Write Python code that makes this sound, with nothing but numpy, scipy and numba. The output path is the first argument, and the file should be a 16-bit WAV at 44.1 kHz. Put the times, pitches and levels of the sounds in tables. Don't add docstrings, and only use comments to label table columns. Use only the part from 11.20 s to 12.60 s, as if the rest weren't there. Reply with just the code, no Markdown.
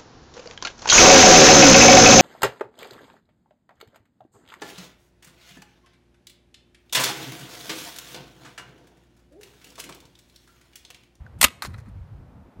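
import sys
import numpy as np
from scipy import signal
from scipy.fft import rfft, irfft
from scipy.io import wavfile
from scipy.ndimage import uniform_filter1d
from numba import njit

SR = 44100
rng = np.random.default_rng(int(sys.argv[2]) if len(sys.argv) > 2 else 0)


def volts_from_db(level):
    exponent = np.asarray(level, float) / 20
    return 10 ** exponent


def dump(signal):
    limited = np.clip(np.atleast_2d(signal).T, -1, 1)
    pcm = np.round(limited * 32767).astype(np.int16)
    wavfile.write(sys.argv[1], SR, pcm)


N = 61739


def unit(x):
    return x / np.sqrt(np.mean(x ** 2))


def colour(x, table):
    hz, db = np.array(table).T
    f = np.maximum(np.arange(513) * SR / 1024, 1)
    log_gain = np.log(volts_from_db(np.interp(np.log(f), np.log(hz), db, left=-50)))
    cepstrum = irfft(log_gain)
    cepstrum[1:512] *= 2
    cepstrum[513:] = 0
    response = irfft(np.exp(rfft(cepstrum)))
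    return signal.fftconvolve(x, response / np.sqrt(np.sum(response ** 2)))[:N]


def ring(x, hz, t60):
    r = np.exp(-np.log(1000) / (t60 * SR))
    w = 2 * np.pi * hz / SR
    gain = np.sin(w) * np.sqrt(2 * (1 - r * r))
    return signal.lfilter([gain], [1, -2 * r * np.cos(w), r * r], x)


def walk(rate):
    hold = int(SR / rate)
    steps = np.repeat(rng.standard_normal(N // hold + 1), hold)
    smooth = uniform_filter1d(uniform_filter1d(steps, hold), hold)
    return unit(smooth[:N])


def rattle(t, hits, modes, spectrum):
    grain_db, attack_s, wood_t60_s = 3.2, .0003, .011
    grains = rng.standard_normal((2, N)) * volts_from_db(grain_db * walk(1500))
    wood, wire = np.zeros(N), np.zeros(N)
    for s, wood_db, wire_db, hold, t60 in hits:
        attack = np.clip((t - s) / attack_s, 0, 1)
        shape = attack * volts_from_db(-60 * np.maximum(t - s - hold, 0) / t60)
        wood += volts_from_db(wood_db) * shape
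        wire += volts_from_db(wire_db) * shape
    board = np.zeros(N)
    for k, (hz, db) in enumerate(modes):
        sign = (-1) ** k
        board += sign * volts_from_db(db) * ring(wood * grains[0], hz, wood_t60_s)
    return .5 * board + colour(wire * grains[1], spectrum)


def snap(t):
    # (time [s], board level [dB], wire level [dB], rattle length [s], release t60 [s])
    claps = [
        (0.186, -71.5, -61.5, .005, 0.045),
        (.201, -67.5, -60, 0.007, .02),
        (0.2097, -34.5, -41, 0.0029, 0.016),
        (0.2123, -19.5, -12, 0.0052, 0.021),
        (0.2269, -14.5, -12, 0.0051, 0.028),
        (0.2401, -3.5, -5.5, 0.0066, 0.019),
        (0.2586, -22.5, -29, 0.0012, 0.029),
        (0.2663, -30, -42.5, .003, .04),
        (0.28, -36, -46, 0.0045, 0.013),
        (0.302, -49.5, -56.5, .004, 0.099),
    ]
    # (frequency [Hz], level [dB])
    board_tones = [(300, -15.5), (540, -10.5), (750, -20), (980, -11), (1260, -3.5), (1460, -9),
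                   (1976, -0.5), (2300, -4.5), (2560, -5), (2830, -5.5), (3200, -10), (3600, -5),
                   (4200, -11.5), (4850, -12.5)]
    # (frequency [Hz], level [dB per Hz])
    wire_crack = [(350, -41), (600, -9.5), (1640, -5), (2040, -11), (2270, -4.5), (7310, -6.5), (8620, -5),
                  (14500, -11), (16000, -26)]
    return rattle(t, claps, board_tones, wire_crack)


def landing(t):
    # (time [s], board level [dB], wire level [dB], rattle length [s], release t60 [s])
    knocks = [(0.4216, -29.5, -31, 0.0018, 0.038), (0.425, -37.5, -42, 0.02, 0.021),
              (0.447, -31, -37.5, 0.0045, 0.01), (0.453, -41, -41.5, .011, 0.019),
              (0.468, -50, -45.5, 0.0037, 0.036), (0.483, -54.5, -65.5, 0.042, 0.53),
              (0.538, -50.5, -60.5, 0.0018, .02), (0.5409, -42.5, -62, 0.0028, 0.031),
              (0.5797, -49.5, -58.5, 0.0074, 0.047), (0.599, -68, -66.5, 0.0077, 0.018),
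              (0.6579, -53.5, -74, .008, 0.11), (.684, -68, -70.5, 0.012, 0.041)]
    # (frequency [Hz], level [dB])
    end_tones = [(974, -4), (1324, -2.5), (1650, -6.5), (1970, -4), (2500, -12), (3359, -22), (4177, -14.5),
                 (4856, -50)]
    # (frequency [Hz], level [dB per Hz])
    scrape = [(600, -1.5), (1500, 11), (2600, -1), (4200, 3), (6500, 0.5), (10000, -3), (14500, -9.5),
              (16000, -4.5)]
    return rattle(t, knocks, end_tones, scrape)


def ticks(t):
    # (time [s], level [dB], pitch [Hz], t60
    # [s])
    touches = [(.062, -69, 6500, .02), (.0643, -48, 1500, .012), (.0655, -70, 4000, .004),
               (.1895, -66, 9000, .004), (.193, -66, 9000, .004), (.207, -62, 13500, .005),
               (.2135, -20, 8700, .006), (.2305, -20, 8700, .006), (.2412, -11, 2020, .02),
               (.2416, -13, 2800, .012), (.274, -40, 1250, .06), (.4211, -34, 4250, .013),
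               (.440, -40, 220, .03), (.4500, -38, 480, .012), (.455, -43, 4200, .02),
               (.470, -47, 4200, .02), (.501, -68, 9000, .015), (.543, -56, 4000, .01),
               (.584, -59, 6200, .008), (.686, -71, 8800, .02)]
    out, noise = np.zeros(N), rng.standard_normal(N)
    for s, db, hz, t60 in touches:
        scratch = noise * (t > s) * np.exp(-np.maximum(t - s, 0) / .003)
        out += volts_from_db(db + 6.5) * ring(scratch, hz, t60)
    return out


def thump(t):
    start_s, hz, level_db, t60_s = .240, 66, -17, .085
    u = np.maximum(t - start_s, 0)
    attack = np.minimum(u / .006, 1)
    return volts_from_db(level_db - 60 * u / t60_s) * np.sin(2 * np.pi * hz * u) * attack


def yard(x):
    echo_db, echo_t60_s, late_db, late_t60_s = -43, 0.31, -64.5, 1.2
    # (frequency [Hz], level [dB per Hz])
    echo_colour = [(300, -17), (750, -11), (1250, -2), (2800, -1.5), (5000, -6), (9000, -9.5), (14500, -19),
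                   (16000, -32.5)]
    u = np.arange(SR // 2) / SR
    fade = volts_from_db(echo_db - 60 * u / echo_t60_s) + volts_from_db(late_db - 60 * u / late_t60_s)
    build_up = np.minimum(u / 0.03, 1)
    tail = rng.standard_normal(len(u)) * fade * 0.067 * build_up
    return colour(signal.fftconvolve(x, tail)[:N], echo_colour)


@njit
def svf(x, hz, damp):
    y, band, low = np.empty(len(x)), 0., 0.
    for i in range(len(x)):
        g = np.tan(np.pi * hz[i] / SR)
        v = (band + g * (x[i] - low)) / (1 + g * (g + damp))
        band = 2 * v - band
        low = low + 2 * g * v
        y[i] = damp * v
    return y


def eddies(hz, width):
    centre = hz * volts_from_db(1.2 * walk(40))
    x = rng.standard_normal(N)
    for _ in range(4):
        x = svf(x, centre, width)
    return x / np.sqrt(uniform_filter1d(x ** 2, size=2000))


def wind(t):
    # (time [s], level [dB], small eddies against large [dB])
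    gusts = [(0.0, -32.5, -28), (0.116, -47.5, -21.5), (0.202, -40, -6), (0.256, -49, 10.5),
             (0.306, -54.5, 1), (0.424, -54.5, -14), (0.478, -31.5, -8.5), (0.626, -42.5, -38),
             (0.68, -33, -51), (0.806, -39.5, -39), (0.844, -38, -38), (0.868, -44, -18),
             (0.934, -36.5, -21), (1.0, -38.5, -13.5), (1.116, -46.5, -4.5), (1.284, -45.5, -5),
             (1.32, -67, 14.5), (1.4, -33.5, -10)]
    s, db, small_db = np.array(gusts).T
    large = eddies(80, 1.5)
    small = volts_from_db(np.interp(t, s, small_db)) * eddies(230, 1.0)
    flutter_db = 3.0 * walk(30)
    return (large + small) * volts_from_db(np.interp(t, s, db) + flutter_db - 4.0)


def hum():
    # (frequency [Hz], level [dB per Hz])
    suburb = [(88, -25), (150, -10.5), (348, -15), (524, -9.5), (589, -11.5), (941, -13.5), (1790, -23.5),
              (13400, -53), (16000, -60.5)]
    low_pass = signal.butter(2, 1400, fs=SR, output="sos")
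    x = colour(rng.standard_normal(N), suburb)
    bass = signal.sosfiltfilt(low_pass, x)
    treble = x - bass
    return volts_from_db(-59) * (bass * volts_from_db(0.91 * walk(6)) + treble * volts_from_db(1.3 * walk(5.5)))


def scene():
    t = np.arange(N) / SR
    trap = snap(t) + landing(t)
    return (trap + yard(trap) + ticks(t) + thump(t) + wind(t) + hum())[None]


def roll_off(x):
    return signal.sosfilt(signal.butter(12, 16570, fs=SR, output="sos"), x)


def record(dry):
    hiss_db, ceiling, top_hz = -80, .6, 15450
    x = dry + volts_from_db(hiss_db) * rng.standard_normal(dry.shape)
    x = x / (1 + np.abs(x / ceiling) ** 4) ** .25
    x = signal.sosfilt(signal.ellip(7, .5, 45, top_hz, fs=SR, output="sos"), x)
    x = x / (1 + np.abs(x / .8) ** 8) ** .125
    return roll_off(x)


dry = scene()
out = record(dry)
dump(out)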